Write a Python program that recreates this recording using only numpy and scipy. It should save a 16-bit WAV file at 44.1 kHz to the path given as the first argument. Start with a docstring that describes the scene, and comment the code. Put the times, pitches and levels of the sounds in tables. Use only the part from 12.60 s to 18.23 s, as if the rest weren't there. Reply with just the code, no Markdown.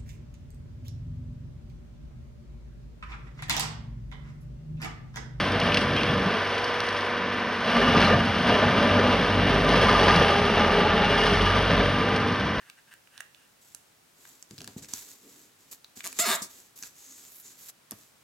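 """Hands fold a sheet of origami paper on a table, close up in a quiet room, over a steady room tone.
First a flap is eased flat: it drags in tiny catches, and the paper ticks as it buckles.
Then skin hisses over the fibres, whistles faintly on the folded edge, and presses and pats the table.
After a few hesitant slips a fingernail runs once along the crease, sticking and slipping in a loud zip.
A fingertip brushes off its end in a bright rasp; more slides, edge whistles, ticks and pats follow."""
import sys
import numpy as np
from scipy import signal
from scipy.fft import rfft, irfft, next_fast_len
from scipy.io import wavfile

SR = 44100
rng = np.random.default_rng(int(sys.argv[2]) if len(sys.argv) > 2 else 0)


def pcm_store(signal):
    """Save signal as 16-bit PCM."""
    levels = np.round(np.clip(np.atleast_2d(signal), -1, 1) * 32767)
    wavfile.write(sys.argv[1], SR, levels.astype(np.int16).T)


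N = 248283
TIME = np.arange(N) / SR

# resonances of the paper pocket under the flap: f/Hz, width/Hz, level/dB
POCKET_MODES = [(1680, 280, 0), (2650, 450, -2), (6000, 3000, -18), (8300, 900, -15)]
# modes of the table top, the first two being its thump: f/Hz, width/Hz, level/dB
TABLE_TOP = [(112, 40, 1), (147, 35, 4), (205, 35, 2), (260, 55, 2), (378, 55, -3), (470, 70, -15),
             (680, 110, -7), (1100, 600, -8)]
# treble colour of the sharp edge of each slip: f/Hz, relative density/dB per Hz
SLIP_COLOUR = [(70, -29), (700, -4), (2000, 5.5), (5900, 7), (6700, 15.5), (8000, 9), (9400, 6),
               (12900, 6.5), (14300, 1), (15500, -9)]
# the nail bites at the start of the crease, then comes to rest
NAIL_START_S, NAIL_STOP_S = 3.5885, 3.83


def from_db(db):
    """Decibels to gain."""
    return 10 ** (np.asarray(db) / 20)


def rms_one(x):
    """Scale to unit rms."""
    return x / np.sqrt(np.mean(x ** 2) + 1e-20)


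def in_time(rows):
    """Each column of a curve, interpolated at every sample."""
    s, *columns = np.transpose(rows)
    return [np.interp(TIME, s, column) for column in columns]


def at_hz(points, hz):
    """Read a spectrum on a log-frequency axis."""
    f, value = np.transpose(points)
    return np.interp(np.log(np.maximum(hz, 1)), np.log(f), value)


def convolve(x, response):
    """Pass a sound through an impulse response, channel by channel."""
    return signal.fftconvolve(np.atleast_2d(x), np.atleast_2d(response), axes=-1)[:, :N]


def butter(x, order, hz, kind):
    """Butterworth filter: "low", "high" or "band"."""
    return signal.sosfilt(signal.butter(order, hz, kind, fs=SR, output="sos"), x)


def causal_filter(spectrum, size=1024):
    """Minimum-phase impulse response of unit energy with the given spectrum."""
    level_db = at_hz(spectrum, np.linspace(0, SR / 2, size + 1))
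    cepstrum = irfft(np.log(from_db(level_db)))
    # folding the cepstrum forward in time makes the phase minimal
    cepstrum[1:size] *= 2
    cepstrum[size + 1:] = 0
    response = irfft(np.exp(rfft(cepstrum)))
    return response / np.linalg.norm(response)


def resonate(x, hz, width):
    """A two-pole resonance with unit gain on top."""
    r = np.exp(-np.pi * abs(width) / SR)
    zeros = np.array([1, 0, -1]) * (1 - r * r) / 2
    poles = [1, -(1 + r * r) * np.cos(2 * np.pi * hz / SR), r * r]
    return signal.lfilter(zeros, poles, x)


def body(modes, size=2048):
    """Unit-energy impulse response of parallel resonances."""
    click = signal.unit_impulse(size)
    response = sum(from_db(db) * resonate(click, hz, width) for hz, width, db in modes)
    return response / np.linalg.norm(response)


def drift(per_s):
    """Random wander of unit rms, with the given number of fresh values per second."""
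    knots = rng.standard_normal(N // 4)
    return rms_one(np.interp(TIME * per_s, np.arange(len(knots)), knots))


def stereo_noise(spectrum):
    """Coloured noise of unit rms whose left-right likeness varies with pitch."""
    # left-right likeness of the steady noises: f/Hz, likeness (0-1)
    likeness = [(100, 0.89), (400, 0.09), (1200, 0.022), (4000, 0.2), (8000, 0.43), (13000, 0.29)]
    hz = np.linspace(0, SR / 2, next_fast_len(N, True) // 2 + 1)
    white = rng.standard_normal((2, 2 * len(hz) - 2))
    mid, side = rfft(white) * from_db(at_hz(spectrum, hz))
    alike = np.clip(at_hz(likeness, hz), 0, .99)
    both = np.sqrt(1 + alike) * mid + np.sqrt(1 - alike) * side * [[1], [-1]]
    return rms_one(irfft(both)[:, :N])


def pan(left_db):
    """Gains of the two channels; left_db is how far left stands above right."""
    return from_db(np.array([[left_db], [-left_db]]) / 2)


def swell(start_s, rise_s, length_s, fade_s=None):
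    """Gain of one rub: it rises, holds to the end of its length, then falls 20 dB per fade time."""
    # by default the fade time is 36 ms plus a share of the rub's own length
    fade_s = fade_s or 0.036 + 0.79 * length_s
    age = TIME - start_s
    return np.clip(age / rise_s, 0, 1) * from_db(-20 * np.clip((age - length_s) / fade_s, 0, 10))


def table_rumble(band_hz):
    """Skin judders on the paper and keeps the modes of the table top murmuring; unit rms."""
    waver_db = 2.5
    force = butter(rng.standard_normal(N), 2, band_hz, "band")
    return rms_one(convolve(force * from_db(waver_db * drift(15)), body(TABLE_TOP)))


def room_tone(level_db):
    """Steady coloured noise of the quiet room."""
    # colour of the room tone: f/Hz, relative density/dB per Hz
    tone_colour = [(12, -64), (20, -26), (120, -6), (574, -9), (1440, -10), (3440, -13.5), (7730, -15.5),
                   (16000, -20)]
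    return from_db(level_db) * stereo_noise(tone_colour)


def flap(grain_db, side_db):
    """The flap drags on the layer below in tiny catches that ring the pocket of paper under it."""
    # rubs of the flap: start t/s, length/s, level/dB
    flap_rubs = [(0.0, 0.032, -58.5), (0.044, 0.048, -59), (0.167, 0.022, -60), (0.268, 0.024, -62),
                 (0.307, 0.021, -53.5), (0.501, 0.1, -59.5), (0.726, 0.13, -67.5)]
    rise_share, fade_s = 0.38, 0.035
    # the upper resonances grow relative to the lowest as the flap closes
    upper_db, upper_db_per_s = -13.5, 22
    drag = sum(from_db(db) * swell(s, rise_share * length, length, fade_s)
               for s, length, db in flap_rubs)
    catches = drag * rng.standard_normal(N) * rms_one(from_db(grain_db * drift(350)))
    last_rub_s = flap_rubs[-1][0]
    upper = from_db(upper_db + upper_db_per_s * np.minimum(TIME, last_rub_s))
    lowest_ring = convolve(catches, body(POCKET_MODES[:1]))
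    upper_ring = convolve(catches * upper, body(POCKET_MODES[1:]))
    return (lowest_ring + upper_ring) / np.hypot(1, upper) * pan(side_db)


def ticks(settle_s, rattle, spread, crack, level_db, size=1024):
    """A buckle snaps, rattles for a millisecond at its own pitch and rings the pocket under the flap."""
    # paper buckling and snapping: t/s, level over a millisecond/dB before level_db, ring f/Hz,
    # nominal ring width/Hz, left over right/dB, pocket ring relative to the snap/dB
    snaps = [(0.099, -40, 2160, 1000, -2, 2), (0.3382, -40.5, 1770, 200, -2, -11),
             (0.4735, -47, 1900, 900, 0, -16), (0.5782, -38, 4450, 5500, -7, -1.5),
             (0.605, -33.5, 1690, 900, -6, 2), (0.6067, -38.5, 7050, 2500, -4, 4),
             (0.747, -46, 2840, 1300, -10, -11), (1.148, -29.5, 7600, 3540, -7.5, -15.5),
             (1.653, -40.5, 1880, 970, 2, -25), (1.826, -33, 6850, 1900, -5, -41),
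             (1.9096, -40, 3930, 2500, 2, -4), (1.9806, -35.5, 4000, 1800, 7, -15),
             (1.986, -38, 4330, 1600, -8, -11), (2.006, -35, 3960, 2700, -1, -10),
             (2.017, -34, 4050, 3020, -1, -16), (2.044, -35, 5530, 3000, 0, -3.5),
             (2.076, -31.5, 5100, 3060, -2, -1.5), (2.246, -39, 5800, 3000, 1, -3.5),
             (2.2905, -47.5, 6250, 4160, -4, 1), (2.3364, -18, 6200, 2000, -2, -34),
             (3.245, -35.5, 4120, 1500, 2, -16.5), (3.406, -31, 2800, 2420, -1.5, -11),
             (3.5278, -33.5, 7800, 6400, -3, -3.5), (4.226, -27.5, 6300, 1160, 1, -20),
             (4.2354, -31, 5060, 3100, -3, -5.5), (5.3097, -26, 11700, 2600, -4.5, -15.5),
             (5.3098, -31, 6800, 4000, -1, -38), (5.3182, -33, 6040, 3600, 3, -9)]
    out, age = np.zeros((2, N + size)), np.arange(size) / SR
    pocket = body(POCKET_MODES)
    for s, db, hz, width, side_db, pocket_db in snaps:
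        shared, *own = rng.standard_normal((3, size))
        rattling = (shared + spread * np.array(own)) * np.exp(-age / settle_s)
        kick = signal.unit_impulse(size) + rattle * rattling
        ring = resonate(resonate(kick, hz, 0.95 * width), hz, 6 * width)
        snap = rms_one(ring + crack * kick)
        snap = snap + from_db(pocket_db) * rms_one(convolve(kick, pocket)[:, :size])
        # the level counts over one millisecond
        gain = from_db(db + level_db) * pan(side_db) * np.sqrt(SR / 1000 / size)
        start = int(s * SR)
        out[:, start:start + size] += gain * snap
    return out[:, :N]


def fibre_catches():
    """Single fibres catch in tiny random clicks, mostly small and now and then larger; unit rms."""
    per_s, spread_db = 900, 4.5
    sizes = from_db(spread_db * np.minimum(rng.exponential(1, N), 4))
    signs = rng.choice([-1, 1], N)
    return rms_one(sizes * signs * (rng.random(N) < per_s / SR))


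def fingers(sheen_side_db):
    """Skin catches on paper fibres: a grainy hiss above, the table's rumble below."""
    # fingers sliding on paper: start t/s, rise/s, length/s, hiss level/dB,
    # top octave relative to the hiss/dB, table rumble level/dB
    slides = [(1.01, .005, 0.11, -63, -1, -93), (1.532, 0.16, 0.18, -56, -2.5, -66),
              (1.888, 0.025, 0.22, -59, -6, -75), (2.166, 0.017, 0.013, -46, -7.5, -53),
              (2.222, 0.0042, 0.015, -48, -8, -53), (2.28, 0.0076, 0.048, -49.5, -6.5, -62),
              (2.323, 0.017, 0.078, -44, -2, -80), (2.394, 0.035, 0.13, -51.5, -3.5, -64.5),
              (2.601, 0.029, 0.21, -58.5, -3, -64.5), (2.975, 0.027, 0.17, -65, -4, -69),
              (3.109, 0.011, .012, -45, 1.5, -60), (3.353, 0.013, 0.039, -49.5, -5, -62.5),
              (3.429, 0.011, 0.1, -49, -5, -55), (3.538, 0.11, 0.038, -33.5, -7, -53),
              (3.892, 0.01, 0.11, -53, -3, -65.5), (4.156, 0.0045, 0.05, -51.5, 1.5, -71),
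              (4.22, 0.0099, 0.04, -46, -3.5, -72), (4.279, 0.17, 0.37, -54, -3, -69),
              (4.633, 0.15, 0.14, -58.5, 9, -71), (4.826, 0.028, 0.098, -54.5, -4, -70),
              (4.959, 0.048, 0.15, -56, 1, -70.5), (5.083, 0.0025, 0.029, -46.5, -1, -83),
              (5.328, 0.068, 0.11, -60.5, -2, -79)]
    # colour of skin on paper: f/Hz, relative density/dB per Hz
    hiss_colour = [(500, -11), (1100, -7.5), (2000, -6.5), (3000, -6.5), (3900, -2.5), (5400, -2),
                   (6800, 3), (7800, 3.5), (9000, -9.5), (11000, -18), (15000, -62)]
    # colour of its top octave: f/Hz, relative density/dB per Hz
    sheen_colour = [(7000, -68), (9500, -7.5), (11000, -4), (13200, -2), (16000, -12)]
    # the sliding finger leaves the paper, and its hiss and rumble stop quickly
    lift_s, lift_fade_s = 5.1, .006
    flutter_db, wander_db, fibre_db = .9, .9, -4
    power = np.zeros((3, N))
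    lifted = np.exp(-np.maximum(TIME - lift_s, 0) / lift_fade_s)
    for s, rise, length, hiss_db, top_db, rumble_db in slides:
        gain = swell(s, rise, length) * (lifted if s < lift_s else 1)
        power += np.outer(from_db([hiss_db, hiss_db + top_db, rumble_db]), gain) ** 2
    hiss, sheen, rumble = np.sqrt(power)
    # the hiss flutters quickly and wanders slowly
    grip = rms_one(from_db(flutter_db * drift(90) + wander_db * drift(22)))
    catches = from_db(fibre_db) * fibre_catches()
    low, high = (rms_one(stereo_noise(colour) + convolve(catches, causal_filter(colour)))
                 for colour in (hiss_colour, sheen_colour))
    friction = grip * (hiss * low + sheen * high * pan(sheen_side_db))
    return friction + rumble * table_rumble(band_hz=(240, 520))


def edge(width_hz, side_db):
    """Skin on the folded edge excites a narrow paper resonance, at a pitch that depends on the spot."""
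    # faint whistles of the edge: start t/s, rise/s, length/s, level/dB, f/Hz
    edge_rubs = [(1.012, 0.01, 0.16, -69, 7800), (4.33, 0.18, 0.19, -53.5, 6640),
                 (4.476, 0.1, 0.095, -56, 7700), (4.648, 0.022, 0.027, -54, 7100),
                 (4.816, 0.059, 0.053, -49.5, 7000)]
    out = 0
    for s, rise, length, db, hz in edge_rubs:
        mid, side = resonate(rng.standard_normal((2, N)), hz, width_hz)
        whistle = rms_one(mid + 0.1 * side * np.array([[1], [-1]]))
        out = out + from_db(db) * swell(s, rise, length) * whistle
    return out * pan(side_db)


def presses():
    """The shifting weight of heel and fingers keeps the table rumbling between pats."""
    # shifts of the hand's weight: start t/s, rise/s, length/s, level/dB
    weight_shifts = [(1.905, .01, 0.023, -56), (1.992, 0.011, 0.047, -55.5), (2.048, 0.022, 0.085, -64),
                     (2.181, .01, 0.078, -58.5)]
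    weight = sum(from_db(db) * swell(s, rise, length) for s, rise, length, db in weight_shifts)
    return weight * table_rumble(band_hz=(75, 380))


def pats(push, size=8192):
    """A fingertip gives the table top one soft push, then settles against it."""
    # fingertips landing: t/s, level over the decay time/dB, decay time/s,
    # brightness f/Hz, extra level of the low thump modes/dB
    landings = [(1.91, -47, 0.012, 554, 6), (1.981, -50.5, 0.025, 367, 14), (2.012, -49, 0.0082, 650, 0),
                (2.083, -50.5, 0.02, 860, -5), (2.164, -36, 0.0073, 386, 3), (2.335, -48, 0.0083, 600, 5),
                (3.37, -50.5, 0.01, 450, -11), (3.593, -36.5, 0.0027, 560, -14),
                (3.817, -45.5, 0.01, 382, -11), (4.2352, -55, 0.0052, 1600, 6),
                (5.312, -56, 0.0087, 1200, -7), (5.3203, -44, 0.011, 2020, 4)]
    # the table top radiates little below this
    low_hz = 65
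    out, age = np.zeros(N + size), np.arange(size) / SR
    for s, db, decay_s, bright_hz, thump_db in landings:
        settling = rng.standard_normal(size) * np.exp(-age / decay_s)
        force = push * signal.unit_impulse(size) + settling / np.linalg.norm(settling)
        force = butter(force, 2, [low_hz, max(bright_hz, 2 * low_hz)], "band")
        thud = sum(from_db(mode_db + thump_db * (k < 2)) * resonate(force, hz, width)
                   for k, (hz, width, mode_db) in enumerate(TABLE_TOP))
        start = int(s * SR)
        out[start:start + size] += from_db(db) * thud / np.linalg.norm(thud) * np.sqrt(decay_s * SR)
    return out[:N]


def sheet(kicks, size=2048):
    """The sheet rings under the nail; its resonances trade strength as the nail travels the crease."""
    # the sheet pressed on the table: f/Hz, width/Hz, then level/dB at the start of the crease,
    # level/dB halfway, level/dB at its end
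    sheet_modes = [(237, 74, -4, 2, 7), (393, 63, 6, 0.5, -7.5), (686, 89, 6.5, 7.5, 8.5),
                   (946, 95, -4, -2, 14), (1238, 240, 7, 11.5, 11.5), (1690, 250, 1.5, 5.5, 11),
                   (2170, 410, 7.5, 4, -1), (2820, 400, -16, -4, -8), (3620, 260, 3, 4.5, 14),
                   (4260, 120, 2, 9, -10), (5030, 320, 2, 2, -23)]
    travel_s = .17
    along = (TIME - NAIL_START_S) / travel_s
    click = signal.unit_impulse(size)
    average = sum(from_db(np.mean(dbs)) * resonate(click, hz, width) for hz, width, *dbs in sheet_modes)
    rings = 0
    for hz, width, *dbs in sheet_modes:
        drive = kicks * from_db(np.interp(along, [0, .5, 1], dbs))
        rings = rings + resonate(drive + 1e-18, hz, width)
    return rings / np.linalg.norm(average)


def stutter(settle_s, spread, count=7, size=256):
    """First hesitant slips as the nail sets off: short scrapes, ever wider apart and louder."""
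    start_s, gap_s, slowing = 3.4422, .0043, .04
    first_db, growth_db = -33.5, 1.05
    out, age = np.zeros((2, N)), np.arange(size) / SR
    for k in range(count):
        shared, *own = rng.standard_normal((3, size))
        burst = (shared + spread * np.array(own)) * np.exp(-age / settle_s)
        start = int((start_s + k * gap_s * (1 + slowing * k)) * SR)
        # the level counts over one millisecond
        gain = from_db(first_db + k * growth_db) * np.sqrt(SR / 1000 / size)
        out[:, start:start + size] += gain * rms_one(burst)
    return convolve(out, causal_filter(SLIP_COLOUR)) + from_db(-7) * sheet(out)


def disperse(x, lag_s, size=512):
    """Bending waves run faster at high pitch: a click becomes a short falling chirp, lag_s late at 1 kHz."""
    khz = np.linspace(0, SR / 2000, size + 1)
    phase = 4000 * np.pi * lag_s * np.sqrt(khz)
    return convolve(x, irfft(np.exp(-1j * phase))[:size])


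def crease(strength_db, release_s, scrape_grit, spread, lag_s):
    """The nail sticks and slips; each slip kicks the sheet and sheds a brief puff of friction."""
    # stick-slip rate of the nail: t/s, rate/slips per s before scatter
    slip_rate = [(3.586, 340), (3.601, 630), (3.628, 720), (3.645, 660), (3.659, 450), (3.671, 380),
                 (3.677, 205), (3.688, 202), (3.701, 245), (3.708, 380), (3.736, 470), (3.762, 680)]
    # stroke levels before the layer trims: t/s, midrange/dB, 7 kHz band/dB, treble/dB
    stroke_levels = [(3.592, -31.5, -41, -27), (3.602, -32.5, -27, -26.5), (3.626, -33, -32, -32),
                     (3.642, -30, -54, -44), (3.668, -30, -64, -33), (3.682, -30, -52, -35.5),
                     (3.699, -29, -47, -32), (3.709, -28.5, -48, -32), (3.735, -30, -51, -36),
                     (3.75, -33, -48, -33.5), (3.762, -37.5, -36, -36), (3.772, -40.5, -61, -68),
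                     (3.81, -57, -52, -70)]
    # resonances of the squeak: f/Hz, width/Hz, level/dB
    squeak_modes = [(7050, 430, 0), (7750, 430, -1)]
    sheet_trim_db, scrape_trim_db = 1, 3
    firm_scatter, light_scatter = .026, .4  # timing scatter as the nail bites, and as it comes to rest
    friction = .4  # friction noise in each kick relative to the slip
    buzz_db = -12.5  # relative to the kicks
    soft_range_db, soft_kick_hz = 12, 1900
    per_s, = in_time(slip_rate)
    mid_db, squeak_db, treble_db = in_time(stroke_levels)
    moving = (TIME > NAIL_START_S) & (TIME < NAIL_STOP_S)

    # the slips start as an even buzz and grow ragged along the way
    progress = np.clip((TIME - NAIL_START_S) / (NAIL_STOP_S - NAIL_START_S), 0, 1)
    scatter = firm_scatter * (light_scatter / firm_scatter) ** progress
    cycles = np.cumsum(moving * per_s * np.exp(scatter * drift(600))) / SR
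    strength = from_db(strength_db * drift(500))
    # one click wherever a new cycle begins
    clicks = np.diff(np.ceil(cycles), prepend=0)
    slips = disperse(clicks * np.sqrt(SR / per_s) * strength, lag_s)
    since_slip_s = (cycles % 1) / per_s
    puffs = moving * np.exp(-since_slip_s / release_s) * np.sqrt(2 / (per_s * release_s)) * strength
    noise = rng.standard_normal(N) + spread * rng.standard_normal((2, N))
    grit = noise / np.hypot(1, spread) * puffs
    kicks = (slips + friction * grit) / np.hypot(1, friction)

    # a light touch also kicks more softly, so the stroke dies away dull
    touch_db = np.maximum(mid_db, treble_db)
    soft = np.clip((touch_db.max() - touch_db) / soft_range_db, 0, 1)
    dull = butter(kicks, 2, soft_kick_hz, "low")
    kicks = (1 - soft ** 2) * kicks + soft ** 2 * dull
    # paper fibres roughen only the treble of each slip
    fibres = butter(grit, 2, 3000, "high")
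    edges = (slips + scrape_grit * fibres) / np.hypot(1, scrape_grit)
    # the nail itself rocks once per slip, a buzz that glides with the slip rate
    buzz = moving * np.sin(2 * np.pi * cycles) * strength * from_db(buzz_db)

    ringing = sheet((kicks + buzz) * from_db(mid_db + sheet_trim_db))
    squeak_drive = butter(edges * from_db(squeak_db) + 1e-18, 2, (6400, 8300), "band")
    squeak = convolve(squeak_drive, body(squeak_modes))
    scrape = convolve(edges * from_db(treble_db + scrape_trim_db), causal_filter(SLIP_COLOUR))
    stroke = ringing * pan(-0.39) + squeak * pan(-1.1) + scrape * pan(-0.17)
    # a hollow between two of the sheet's resonances
    stroke = stroke - 0.62 * resonate(stroke, hz=530, width=140)
    # a small sheet radiates no deep bass
    return butter(stroke, 4, 110, "high")


def brush(grain_db):
    """A thin, bright rasp as the fingertip runs off the end of the crease."""
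    # colour of the rasp: f/Hz, relative density/dB per Hz
    rasp_colour = [(100, -29.5), (250, -5.5), (2800, -29), (4400, -6.5), (8000, -3.5), (9000, -8.5),
                   (16000, -17)]
    gain = from_db(-33) * swell(start_s=3.8175, rise_s=.005, length_s=.01, fade_s=.048)
    grain = rms_one(from_db(grain_db * drift(730)))
    return gain * grain * stereo_noise(rasp_colour)


def room(x, t60, wet_db, near_s, near_db, size=16384):
    """Quick reflections from hands and table, then the short tail of a furnished room."""
    # colour of the room's reflections: f/Hz, level/dB
    wall_colour = [(100, 9.5), (500, 4.5), (1300, 5.5), (2400, 6.5), (3300, 5), (4800, 2.5), (8000, -0.5),
                   (15000, 3.5)]
    age = np.arange(size) / SR
    near, far = rng.standard_normal((2, 2, size))
    near = near * np.exp(-age / near_s) * (age > .0006)
    far = far * from_db(-60 * age / t60) * (age > .005)
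    far = convolve(far, causal_filter(wall_colour))[:, :size]
    response = (from_db(near_db) * rms_one(near) + from_db(wet_db) * rms_one(far)) / np.sqrt(size)
    # long waves reach both sides alike
    mid, side = (response[0] + response[1]) / 2, (response[0] - response[1]) / 2
    side = butter(side, 2, 400, "high")
    return x + convolve(x, [mid + side, mid - side])


def scene():
    """Paper, fingers and table over the room tone; only the contacts carry reflections."""
    contacts = (flap(grain_db=0.5, side_db=-1.5)
                + ticks(settle_s=0.0012, rattle=0.46, spread=0.63, crack=0.14, level_db=-3.0)
                + pats(push=0.36)
                + stutter(settle_s=0.0012, spread=0.64)
                + crease(strength_db=0.8, release_s=.0015, scrape_grit=1.8, spread=0.77, lag_s=0.000942))
    rubbing = (fingers(sheen_side_db=-3.0)
               + edge(width_hz=480, side_db=1.0)
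               + presses()
               + brush(grain_db=-0.5))
    reflected = room(contacts, t60=0.35, wet_db=-9.5, near_s=.0045, near_db=-11.5)
    return room_tone(level_db=-61.5) + reflected + rubbing


def record(dry, right_lag_s=.000013, cutoff_hz=16100):
    """Sound reaches the right side a moment after the left; the top is cut steeply."""
    size = next_fast_len(N, True)
    hz = np.arange(size // 2 + 1) * SR / size
    delay = np.exp(-2j * np.pi * hz * right_lag_s)
    right = irfft(rfft(dry[1], size) * delay, size)[:N]
    steep_cut = signal.ellip(10, .1, 80, cutoff_hz, fs=SR, output="sos")
    return signal.sosfilt(steep_cut, np.array([dry[0], right]))


dry = scene()
out = record(dry)
pcm_store(out)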